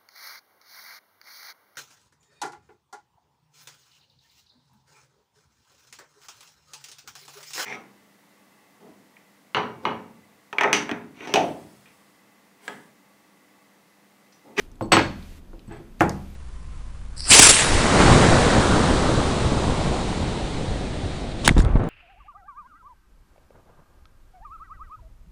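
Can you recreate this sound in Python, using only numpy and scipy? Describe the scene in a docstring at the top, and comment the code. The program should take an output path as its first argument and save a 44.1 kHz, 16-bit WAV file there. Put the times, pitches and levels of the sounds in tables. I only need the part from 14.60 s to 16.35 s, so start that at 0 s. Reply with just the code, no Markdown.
"""A shot glass is put down on a wooden table in a small room, topples with a loud clatter and bounces.
It rolls briefly under a hand and is stood up again with a hard knock.
Each blow excites decaying table modes, shaped noise and a dry crack; slow sines add a low boom.
The glass pings in decaying sines, its edge ticks in short noise bursts, and rolling is a run of random bumps.
Bands of noise make the faint room rumble and hiss."""
import sys
import numpy as np
from scipy import signal
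from scipy.io import wavfile

SR = 44100
rng = np.random.default_rng(int(sys.argv[2]) if len(sys.argv) > 2 else 0)


def transcribe(u):
    """Save the signal u as a 16-bit wav file named by the first command-line argument.

    u: samples, shape (n,) or (channels, n), limited to [-1, 1]; the rate is SR.
    q: integer samples, one column per channel.
    """
    v = np.clip(np.atleast_2d(u).T, -1, 1)
    q = np.round(v * 32767).astype(np.int16)
    wavfile.write(sys.argv[1], SR, q)


N = 77175
T = np.arange(N) / SR
# glass mode frequencies
RIM_HZ, RIM_TWIN_HZ, RIM_SECOND_HZ, RIM_THIRD_HZ = 4393, 4372, 8025, 13950


def amp(db):
    """Decibels to gain."""
    return 10 ** (np.asarray(db) / 20)


def fade(t60_s):
    """Exponential decay from 1, down 60 dB after t60_s."""
    return np.exp(-np.log(1000) * T / t60_s)


def at_hz(rows, hz, axis=1):
    """Read a table column, interpolated on a log-frequency axis."""
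    rows = np.array(rows)
    return np.interp(np.log(hz), np.log(rows[:, 0]), rows[:, axis])


def band_pass(x, low_hz, high_hz):
    """Butterworth band-pass."""
    sos = signal.butter(2, [low_hz, high_hz], "band", fs=SR, output="sos")
    return signal.sosfilt(sos, x)


def low_pass(x, hz, order):
    """Butterworth low-pass."""
    sos = signal.butter(order, min(hz, 0.45 * SR), fs=SR, output="sos")
    return signal.sosfilt(sos, x)


def noise_bands():
    """White noise split into bands of under half an octave: (centre Hz, samples)."""
    edges_hz = np.geomspace(18, 17000, 23)
    white = rng.standard_normal((2, N + 8000))  # two sources: adjacent bands are independent
    for k, (low_hz, high_hz) in enumerate(zip(edges_hz, edges_hz[1:])):
        band = band_pass(white[k % 2], low_hz, high_hz)
        yield np.sqrt(low_hz * high_hz), band[-N:]  # filter start-up dropped


def coloured_noise(colour):
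    """Sum of noise bands, each at the level the table gives for its centre."""
    return sum(amp(at_hz(colour, hz)) * band for hz, band in noise_bands())


def add(out, start_s, sound):
    """Mix a sound in from start_s."""
    start = int(start_s * SR)
    out[start:] += sound[:N - start]


def ringing(modes):
    """Decaying sines of alternating sign, each struck with a random strength."""
    spread_db = 3
    out = np.zeros(N)
    for k, (hz, db, t60_s) in enumerate(modes):
        strength = (-1) ** k * amp(db + spread_db * rng.standard_normal())
        out += strength * np.sin(2 * np.pi * hz * T) * fade(t60_s)
    return out


def knocks():
    """Each blow cracks and rings the table; softer contacts are duller, a hand behind the glass adds thud."""
    # blows: (time [s], level [dB], contact cut-off [Hz], gain of the thud range [dB], crack level [dB])
    blows = [(0.2094, -14.5, 848, 3, 2.5), (0.2212, -18.5, 470, 3, -3), (0.3172, -23.5, 1390, -31, 4),
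             (0.3193, -3, 8250, -8.5, 1.5), (0.3290, -3.5, 7070, -0.5, -9.5),
             (0.3680, -3.5, 2760, 1.5, 3.5), (0.39, -14.5, 5000, 1.5, -7), (0.9320, -33.5, 685, 1, 0.5),
             (1.078, -29.5, 172.2, 15.5, -8), (1.116, -29, 158, 3.5, -14), (1.2000, -32.5, 455, 6, -2.5),
             (1.4070, -5, 1910, 5, 6), (1.4140, -3.5, 990, -6.5, -22)]
    # dry crack at the contact: (frequency [Hz], level [dB], t60 [s])
    crack_modes = [(881, -6.5, .012), (1426, -8, 0.02), (2366, -4, 0.0051), (3030, -7, .006)]
    edge_db = -24  # share of a blow that the hard glass edge passes on undulled
    thud_hz = 264
    crack_cut_ratio = 1.47  # crack cut-off over ring cut-off
    out = np.zeros(N)
    for start_s, db, cut_hz, thud_db, crack_db in blows:
        wood = tabletop()
        body = low_pass(wood, cut_hz, order=3) + amp(edge_db) * wood
        body = body + (amp(thud_db) - 1) * low_pass(body, thud_hz, order=1)
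        crack = low_pass(ringing(crack_modes), crack_cut_ratio * cut_hz, order=3)
        add(out, start_s, amp(db) * (body + amp(crack_db) * crack))
    return out


def tabletop():
    """The table's answer to one sharp blow: main modes, dense modes and the room's tail."""
    # main modes: (frequency [Hz], level [dB], t60 [s])
    main_modes = [(104.2, -25.5, .4), (150.6, -34, 0.56), (195.1, -27.5, 0.888), (219.2, -22.5, .55),
                  (309.8, -22.5, 0.325), (337.1, -13.5, 0.36), (428.1, -32.5, 0.32), (534.4, -22.5, .24),
                  (746.6, -25, 0.37), (800, -32, 0.33), (832.3, -21, 0.32), (912.6, -20, 0.26),
                  (1070, -21, 0.26), (1267, -43, 0.49), (1446, -20.5, 0.17), (1637, -29.5, 0.3)]
    # dense modes blended with the room: (frequency [Hz], density [dB re unit white noise], t60 [s])
    dense_modes = [(39.4, -27.5, 0.67), (84.1, -4.5, 0.5), (176.4, -2.5, 0.67), (334, -2.5, .34),
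                   (694, -2, .28), (1300, -3.5, 0.26), (2270, -5.5, 0.26), (4444, -14, .29),
                   (8250, -23, 0.31), (10600, -32, .25), (15000, -33.5, 0.15)]
    modes_db = -1
    early_db, early_t60_s = 5, 0.042
    late_db, late_t60_s = -23, 0.75
    build_s = 0.00083  # time constant
    shared = amp(early_db) * fade(early_t60_s) + amp(late_db) * fade(late_t60_s)
    dense = np.zeros(N)
    for hz, band in noise_bands():
        decay = fade(at_hz(dense_modes, hz, axis=2)) + shared
        dense += amp(at_hz(dense_modes, hz)) * band * decay
    return dense * (1 - np.exp(-T / build_s)) + amp(modes_db) * ringing(main_modes)


def booms():
    """The lowest resonance of table and room, woken by hard blows, swells and lingers."""
    # boom onsets: (time [s], level [dB])
    onsets = [(0.321, -30.5), (1.408, -30.5)]
    boom_hz, boom_t60_s, rise_s = 75.05, 1.6, 0.02  # rise is a time constant
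    swell = fade(boom_t60_s) * (1 - np.exp(-T / rise_s))
    boom = np.sin(2 * np.pi * boom_hz * T) * swell
    out = np.zeros(N)
    for start_s, db in onsets:
        add(out, start_s, amp(db) * boom)
    return out


def pings():
    """The glass rings when its wall meets the wood; reflections make the ring waver."""
    # strikes: (time [s], level [dB], t60 of the extra damping by fingers or wood [s])
    strikes = [(0.2237, -43, 0.56), (0.3211, -12.5, 2.1), (1.077, -57.5, .12), (1.123, -50, 0.16),
               (1.1460, -60, 0.11), (1.1700, -53, .1)]
    # glass modes, the lowest a beating pair: (frequency [Hz], level [dB], t60 [s])
    glass_modes = [(RIM_HZ, -7, 0.34), (RIM_TWIN_HZ, -21.5, 0.8), (RIM_SECOND_HZ, -1.2, 0.11),
                   (RIM_THIRD_HZ, -22.5, .06)]
    room_db, room_t60_s = -10.5, 0.26
    room = rng.standard_normal(N) * fade(room_t60_s)
    room = amp(room_db) * room / np.linalg.norm(room)
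    out = np.zeros(N)
    for start_s, db, t60_s in strikes:
        add(out, start_s, amp(db) * ringing(glass_modes) * fade(t60_s))
    return out + signal.fftconvolve(out, room)[:N]


def ticks():
    """Tiny hard contacts of glass edge and fingernails: noise bursts with a faint room tail."""
    # contacts: (time [s], level [dB], centre [Hz], band edge over centre [ratio, raised to 1.03 if less])
    contacts = [(0.116, -46.5, 5940, 1.5), (0.156, -49, 5000, 1.9), (0.2092, -39.5, 13800, 1.1),
                (0.2100, -35, 2400, 1.3), (0.2245, -46, 13800, 1.12), (0.257, -44, 7000, 1.14),
                (0.32, -25, 12100, 0.79), (0.3702, -26, 11900, 1.2), (0.627, -30, 4270, 1.14),
                (0.993, -34.5, 3200, 1.32), (1.396, -36, 3100, 1.9), (1.402, -32, 3860, 1.7),
                (1.4071, -19, 4400, 1.74), (1.4076, -28.5, 12000, 1.6), (1.42, -20.5, 7500, 1.32),
                (1.4938, -25.5, 5840, 1.63), (1.4941, -16, 5300, 1.23)]
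    burst_s = 0.0012  # time constant
    room_db, room_t60_s = -22.5, 0.26
    shape = np.exp(-T / burst_s) + amp(room_db) * fade(room_t60_s)
    out = np.zeros(N)
    for start_s, db, hz, width in contacts:
        ratio = max(width, 1.03)
        burst = rng.standard_normal(N) * shape
        add(out, start_s, amp(db) * band_pass(burst, hz / ratio, min(hz * ratio, 0.45 * SR)))
    return out


def roll():
    """The glass rolling on its side gives the table a run of small random bumps."""
    # rolling level: (time [s], level [dB])
    roll_level = [(1.085, -52.5), (1.11, -38), (1.135, -41.5), (1.165, -42), (1.21, -57.5), (1.26, -59)]
    bumps_per_s, cut_hz = 400, 760
    level_db = np.interp(T, *np.transpose(roll_level), left=-200, right=-200)
    hits = rng.random(N) < bumps_per_s / SR
    bumps = hits * rng.choice([-1, 1], N) * amp(level_db)
    return low_pass(signal.fftconvolve(bumps, tabletop())[:N], cut_hz, order=1)


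def background():
    """Low room rumble and a thin hiss that swells and sinks, both coloured noise."""
    # room tone: (frequency [Hz], density [dB re unit white noise])
    room_tone = [(20, -19), (30, -13), (50, -28), (75, -27.5), (130, -37), (260, -33.5), (500, -46),
                 (1200, -53), (3000, -62.5), (8000, -69), (16000, -71.5)]
    # hiss spectrum: (frequency [Hz], density [dB re unit white noise])
    hiss_colour = [(300, -2.5), (2500, 3.5), (6000, -4), (10000, -5.5), (15000, -10)]
    # hiss gain: (time [s], level [dB])
    hiss_level = [(0, -49.5), (.19, -82), (.45, -59.5), (.66, -52.5), (.785, -53.5), (.81, -66.5),
                  (1.38, -62), (1.55, -54), (1.75, -55.5)]
    hiss_gain = amp(np.interp(T, *np.transpose(hiss_level)))
    return coloured_noise(room_tone) + coloured_noise(hiss_colour) * hiss_gain


def scene():
    """Mono mix of all sources."""
    return (knocks() + booms() + pings() + ticks() + roll() + background())[None]


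def record(dry):
    """Round the loudest peaks softly, then cut the top steeply."""
    cutoff_hz = 15400
    sos = signal.ellip(10, 0.2, 80, cutoff_hz, fs=SR, output="sos")
    return signal.sosfilt(sos, np.tanh(dry))


dry = scene()
out = record(dry)
transcribe(out)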